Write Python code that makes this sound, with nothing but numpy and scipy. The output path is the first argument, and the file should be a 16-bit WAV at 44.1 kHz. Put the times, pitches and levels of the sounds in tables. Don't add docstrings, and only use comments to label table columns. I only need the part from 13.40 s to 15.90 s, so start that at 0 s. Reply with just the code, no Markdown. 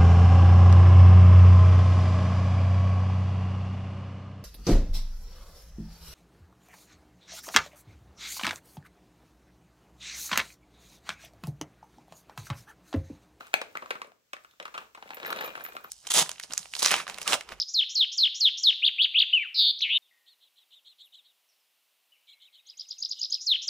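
import sys
import numpy as np
from scipy import signal
from scipy.fft import rfft, irfft
from scipy.io import wavfile
from scipy.ndimage import uniform_filter1d

SR = 44100
rng = np.random.default_rng(int(sys.argv[2]) if len(sys.argv) > 2 else 0)


def voltage_ratio(decibels):
    exponent = np.asarray(decibels, float) / 20
    return 10 ** exponent


def log_audio(samples):
    frames = np.atleast_2d(samples).T
    limited = np.clip(frames, -1, 1)
    pcm = np.round(limited * 32767).astype(np.int16)
    wavfile.write(sys.argv[1], SR, pcm)


N = 110250


def evened(x):
    return x / np.sqrt(np.mean(x ** 2) + 1e-20)


def read(points, hz):
    f, value = np.transpose(points)
    return np.interp(np.log(hz + 1), np.log(f + 1), value)


def causal(db):
    fold = irfft(np.maximum(db, -100) * np.log(10) / 20)
    half = len(fold) // 2
    fold[1:half] *= 2
    fold[half + 1:] = 0
    return irfft(np.exp(rfft(fold)))[:half]


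def add(mix, s, sound):
    part = mix[..., max(round(s * SR), 0):][..., :sound.shape[-1]]
    part += sound[..., :part.shape[-1]]


# time in seconds, rustle level in dB.
EFFORT = [(0, -48.5), (.13, -64.5), (.3, -65.5), (.55, -55), (.7, -83), (0.779, -93.5), (.92, -87),
          (1.001, -70), (1.18, -78), (1.271, -66.5), (1.42, -52), (1.519, -77.5), (1.7, -53.5),
          (1.82, -49.5), (1.87, -39.5), (2.08, -41), (2.14, -47.5), (2.5, -61)]


def effort_db():
    s, db = np.transpose(EFFORT)
    return np.interp(np.arange(N) / SR, s, db)


# frequency in Hz, density in dB per Hz.
HUSH_COLOUR = [(28, -20), (55, -5), (130, -9), (350, -35), (1200, -11.5), (7700, -15), (9500, -24.5),
               (15500, -15.5)]
# frequency in Hz, correlation from 0 to 1.
HUSH_SAME = [(60, .5), (250, 0.99), (1500, .05)]
HUSH_DB, HUSH_DB_PER_EFFORT_DB = -74.5, 0.34


def hush():
    hz = np.fft.rfftfreq(N, 1 / SR)
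    left, other = rfft(rng.standard_normal((2, N)))
    same = np.clip(read(HUSH_SAME, hz), 0, 1)
    right = same * left + np.sqrt(1 - same ** 2) * other
    hiss = irfft(np.array([left, right]) * voltage_ratio(read(HUSH_COLOUR, hz)), N)
    effort = effort_db()
    return voltage_ratio(HUSH_DB + HUSH_DB_PER_EFFORT_DB * (effort - effort.min())) * evened(hiss)


# frequency in Hz, t60 in seconds.
ROOM_T60 = [(200, 0.82), (800, 0.32), (3000, 0.28), (14000, 0.21)]
ROOM_DB, MOVE_PER_S = -10.5, 2.422


def room_tail():
    taps = np.zeros((2, SR // 2))
    at = np.arange(60, SR // 2 - 20, 20)
    at = at + rng.integers(0, 20, (2, len(at)))
    np.put_along_axis(taps, at, rng.choice([-1., 1.], at.shape), 1)
    hz, t, z = signal.stft(taps, SR, nperseg=256)
    decay = voltage_ratio(-60 * t / read(ROOM_T60, hz)[:, None])
    tail = signal.istft(z * decay, SR, nperseg=256)[1]
    tail[1] = 0.2 * tail[0] + 1.11 * tail[1]
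    return tail / np.linalg.norm(tail[0])


def room(x):
    out, turn = np.zeros((2, N)), np.pi * MOVE_PER_S * np.arange(N) / SR
    for k in range(3):
        share = np.sqrt(2 / 3) * np.cos(turn + k * np.pi / 3)
        out += signal.fftconvolve(x * share, room_tail(), axes=1)[:, :N]
    return voltage_ratio(ROOM_DB) * out


COUNTER_S, COUNTER_SHARE, SHADE_HZ = .00074, 0.15, 7200


def bounce(x):
    lag = round(COUNTER_S * SR)
    x = x + COUNTER_SHARE * np.pad(x, ((0, 0), (lag, 0)))[:, :N]
    low = signal.oaconvolve(x[0], signal.firwin(61, SHADE_HZ, fs=SR), "same")
    return np.array([2 * low - x[0], x[1]])


MAX_PLACE_SAMPLES = 3


def placed(x, place):
    return np.array([np.roll(x, max(place, 0)), np.roll(x, max(-place, 0))])


TREBLE_HZ, TREBLE_T60_SHARE = 3860, 0.69
SNAP_DB, MAX_RISE_S = 1, .001
PANEL_OCTAVES, EVEN_DB = .22, 9


def crack(noise, shape, hz, tilt_db, t60, panel_db):
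    t, f = np.arange(len(noise)) / SR, np.fft.rfftfreq(2048, 1 / SR) + 1
    t60 = np.clip(t60, .003, .12)
    dull = signal.lfilter(*signal.butter(2, TREBLE_HZ, fs=SR), noise)
    burst = dull * voltage_ratio(-60 * t / t60)
    burst += (noise - dull) * voltage_ratio(-60 * t / (TREBLE_T60_SHARE * t60))
    burst *= 1 - np.exp(-t / np.minimum(MAX_RISE_S, .04 * t60))
    burst[8] += voltage_ratio(SNAP_DB)
    db = read(shape, f) + tilt_db * np.log2(np.maximum(f, 200) / 1500)
    db += panel_db * np.exp(-.5 * (np.log2(f / hz) / PANEL_OCTAVES) ** 2)
    luck_db = uniform_filter1d(20 * np.log10(abs(rfft(burst, 2048)) + 1e-9), size=5)
    db -= np.clip(luck_db - uniform_filter1d(luck_db, size=120), -EVEN_DB, EVEN_DB)
    out = signal.fftconvolve(burst, causal(db))[:len(t)]
    return out / abs(out).max()


# frequency in Hz, density in dB per Hz.
FILM_COLOUR = [(25, -80), (70, -63), (150, -12.5), (600, -5.5), (1300, -9), (3900, -11), (5200, -29.5),
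               (9400, -29.5), (15500, -27)]
RUSTLE_DB, GRAINS_PER_S, GRAIN_SPREAD_DB = -0.5, 600, 4.5
GRAIN_T60_S, GRAIN_PANEL_DB = .013, 14


def rustle():
    size = voltage_ratio(GRAIN_SPREAD_DB * np.minimum(rng.exponential(1, N), 3))
    size *= rng.random(N) < GRAINS_PER_S / SR
    kind, out = rng.integers(0, 24, N), np.zeros((2, N))
    for k, hz in enumerate(np.geomspace(450, 2800, 24)):
        grain = crack(rng.standard_normal(2048), FILM_COLOUR, hz, 0, GRAIN_T60_S, GRAIN_PANEL_DB)
        grains = signal.oaconvolve(size * (kind == k), grain)[:N]
        out += placed(grains, rng.integers(-MAX_PLACE_SAMPLES, MAX_PLACE_SAMPLES + 1))
    return evened(out) * voltage_ratio(RUSTLE_DB + effort_db())


# start in seconds, top ring in dB, lower rings in dB.
PELLETS = [(1.7444, -40, -55), (1.8647, -37, -53), (1.9056, -38, -59), (1.9675, -50, -60),
           (2.0073, -43, -57), (2.0433, -40, -57), (2.0607, -39, -54), (2.1620, -70, -57),
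           (2.1969, -60, -63), (2.2140, -72, -56), (2.2393, -32, -53), (2.2514, -55, -55),
           (2.2862, -51, -66), (2.3271, -57, -63), (2.3540, -53, -64), (2.3860, -60, -72),
           (2.4409, -46, -68), (2.4843, -62, -68)]
# frequency in Hz, level in dB, t60 in seconds, left minus right in dB.
BOWL_MODES = [(14483, 4, .08, -12), (10830, -1, .11, -4)]
# start in seconds, frequency in Hz, level in dB.
RIM = [
    (1.088, 3600, -70),
    (1.112, 3600, -66),
    (1.8647, 2420, -50),
    (2.0607, 2408, -40),
    (2.1969, 2415, -52),
    (2.2862, 2440, -51),
    (2.365, 2440, -54),
    (2.4843, 2420, -60),
]
RIM_T60_S = .3
TICK_DB, TICK_S, TICK_HZ = 18.5, 0.0041, 5200


def bowl():
    out, t = np.zeros((2, N)), np.arange(16000) / SR
    highpass = signal.butter(2, TICK_HZ, "high", fs=SR)
    for (s, db, low_db), noise in zip(PELLETS, rng.standard_normal((30, 600))):
        for hz, mode_db, t60, pan_db in BOWL_MODES:
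            hit_db = db if hz > 12000 else low_db
            ring = voltage_ratio(hit_db + mode_db - 60 * t / t60) * np.sin(2 * np.pi * hz * t)
            add(out, s, ring * voltage_ratio(np.array([[pan_db], [0]])))
        tick = signal.lfilter(*highpass, noise * np.exp(-t[:600] / TICK_S))
        tick_db = TICK_DB + max(low_db - 12.5, db - 24.0)
        add(out, s, voltage_ratio(tick_db) * np.array([0.26 * tick, tick]))
    for s, hz, db in RIM:
        ring = voltage_ratio(db - 60 * t / RIM_T60_S) * np.sin(2 * np.pi * hz * t)
        add(out, s, ring * np.array([[.5], [1]]))
    return out


# frequency in Hz, density in dB per Hz.
CREASE_COLOUR = [(25, -70), (71, -50), (170, -14), (560, -1), (2110, 2.5), (2750, -1), (4140, -7),
                 (6370, -13.5), (8480, -16.5), (16000, -33)]
# start in seconds, peak in dB, panel pitch in Hz,
# tilt in dB per octave, t60 in seconds.
POP = [
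    (0.1331, -30.5, 1460, 1.5, 0.009),
    (0.1400, -8, 2560, 6, 0.01),
    (0.1400, -8.5, 715, 0.5, 0.01),
    (0.1399, -11, 4100, 1, 0.006),
    (0.14, -12.5, 1717, 1.5, 0.014),
]
LIFT = [(0.007, -31.5, 1360, -2, 0.022), (0.068, -40.5, 1300, 6, 0.02), (0.215, -21.5, 512, 1, 0.019),
        (0.352, -25.5, 1350, -3, 0.043), (0.372, -18.5, 2040, 3, 0.006), (0.422, -30.5, 1110, -3, 0.042),
        (0.431, -39.5, 568, -7, 0.048), (0.459, -33, 1160, -0.5, 0.017), (0.506, -18, 510, 0.5, 0.027),
        (0.554, -30, 1320, -3.5, 0.028), (0.617, -23, 1096, 0.5, 0.021), (0.644, -38.5, 545, -1.5, 0.034),
        (0.674, -48.5, 563, -6.5, 0.035), (0.719, -42, 700, -2, 0.0094)]
TILT = [(0.932, -25, 1215, 3, 0.029), (0.966, -35, 1826, 0.5, 0.022), (1.0468, -38, 1320, 1, 0.022),
        (1.11, -47.5, 3680, 7.5, 0.031), (1.137, -52, 1165, -4.5, 0.0093), (1.199, -28.5, 562, -1.5, 0.058),
        (1.226, -33.5, 560, 1, 0.027), (1.253, -28, 1180, 1, 0.039), (1.279, -35, 1140, -1, 0.029),
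        (1.341, -28.5, 1050, 0.5, 0.06), (1.348, -28, 1310, -0.5, 0.021), (1.351, -33.5, 1270, -1, 0.061),
        (1.3776, -22.5, 1226, 0.5, 0.035), (1.398, -50, 1180, -1, 0.16), (1.548, -34.5, 1080, 1.5, 0.051),
        (1.574, -37, 908, -2.5, 0.064), (1.625, -30, 836, -1, 0.024), (1.657, -43, 534, -5, 0.043)]
SHAKE = [(1.705, -27, 821, -1, 0.025), (1.734, -31, 2450, -1.5, 0.011), (1.769, -30.5, 494, -0.5, 0.044),
         (1.83, -27.5, 3800, -2, 0.014), (1.856, -34.5, 3960, 0.5, 0.03), (1.878, -36, 584, 1, 0.023),
         (1.9035, -22.5, 1260, 1.5, 0.017), (1.928, -18.5, 1400, 2, 0.012), (1.988, -24, 3840, -1, 0.037),
         (2.009, -21.5, 1760, 2, 0.034), (2.043, -27, 1160, 1.5, 0.12), (2.076, -29.5, 594, -0.5, 0.029),
         (2.1524, -24.5, 1620, -0.5, 0.044), (2.176, -30.5, 1260, -0.5, 0.045),
         (2.207, -30.5, 1580, 0.5, 0.042), (2.262, -30, 1280, 2.5, 0.043), (2.286, -35.5, 736, -2, 0.024),
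         (2.351, -33, 670, -3.5, 0.023), (2.366, -24, 1310, 0, 0.018), (2.445, -29.5, 1200, -3.5, 0.026)]
POUR = [(1.676, -40, 2100, 1, .012), (1.745, -34, 1960, 1.5, 0.011), (1.781, -36, 890, 0.5, 0.016),
        (0.51, -21, 1530, -2, .02), (0.37, -35, 450, -2, 0.027), (1.691, -37.5, 3900, 0, 0.013),
        (1.837, -32, 470, -4, 0.022), (1.848, -25.5, 1740, -2, 0.023), (1.86, -28, 1740, 0, 0.028),
        (1.962, -29, 610, 3.5, 0.021), (1.9738, -34, 480, -3, 0.025), (2.018, -36, 560, -1, 0.024),
        (2.025, -29, 3900, 1, 0.012), (2.033, -28, 1330, 1, 0.013), (2.0577, -32, 2500, 0, 0.012),
        (2.092, -33, 3300, -0.5, 0.0094), (2.1099, -38, 680, -4.5, .02), (2.2496, -28.5, 1790, 0, 0.021),
        (2.322, -38, 1300, 0, .015), (2.442, -36, 1430, -1, 0.028), (1.9265, -21, 4050, 0, .009),
        (1.8, -27, 600, 1, .015), (1.378, -28.5, 2900, 1, 0.017), (1.2, -31, 3200, 0, 0.012),
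        (.933, -30, 616, 0.5, .02), (2.011, -32, 3500, -0.5, .01)]
FOIL = [
    (.081, -43, 8900, 4, 0.0089),
    (0.328, -51, 10000, 14, .005),
    (.414, -54, 12000, 11, .005),
    (0.6716, -46, 8800, 7, 0.007),
    (1.038, -50, 9000, 3, 0.0095),
    (2.334, -43.5, 8000, 6, .01),
    (2.409, -36, 7900, 28, .006),
]
PANEL_DB = 11


def creases():
    out, rows = np.zeros((2, N)), POP + LIFT + TILT + SHAKE + POUR + FOIL
    places = rng.integers(-MAX_PLACE_SAMPLES, MAX_PLACE_SAMPLES + 1, size=90)
    places[:len(POP)] = 0
    noises = rng.standard_normal((90, 4096))
    for (s, db, hz, tilt_db, t60), noise, place in zip(rows, noises, places):
        snap = crack(noise, CREASE_COLOUR, hz, tilt_db, t60, PANEL_DB)
        add(out, s, voltage_ratio(db) * placed(snap, place))
    return out


# frequency in Hz, left minus right in dB.
PORTS = [(150, 0), (400, 4.5), (1200, 1.5), (2400, 4), (3300, 0.5), (6300, -5), (10500, -0.5),
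         (14500, -4.5)]
LEFT_LAG_SAMPLES = 10


def at_ports(x):
    half_db = .5 * read(PORTS, np.fft.rfftfreq(1024, 1 / SR))
    lag = np.zeros(LEFT_LAG_SAMPLES)
    ports = np.array([np.r_[lag, causal(half_db)], np.r_[causal(-half_db), lag]])
    return signal.oaconvolve(bounce(x), ports, axes=1)[:, :N]


def top_edge(x, taps, hz):
    edge = signal.firwin(taps, hz, window=("kaiser", 8), fs=SR)[None]
    return signal.oaconvolve(x, edge, "same", axes=1)


BOWL_ROOM_DB, SNAP_EDGE_HZ, SOFT_EDGE_HZ = -2, 16600, 15850


def scene():
    snaps = top_edge(at_ports(creases()), 201, SNAP_EDGE_HZ)
    soft = at_ports(rustle())
    rings = bowl()
    echoes = room(snaps + soft + voltage_ratio(BOWL_ROOM_DB) * rings)
    return snaps + top_edge(soft + echoes + hush() + rings, 301, SOFT_EDGE_HZ)


def roll_off(x):
    return signal.sosfilt(signal.butter(12, 16810, fs=SR, output="sos"), x)


def record(dry):
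    return roll_off(dry)


dry = scene()
out = record(dry)
log_audio(out)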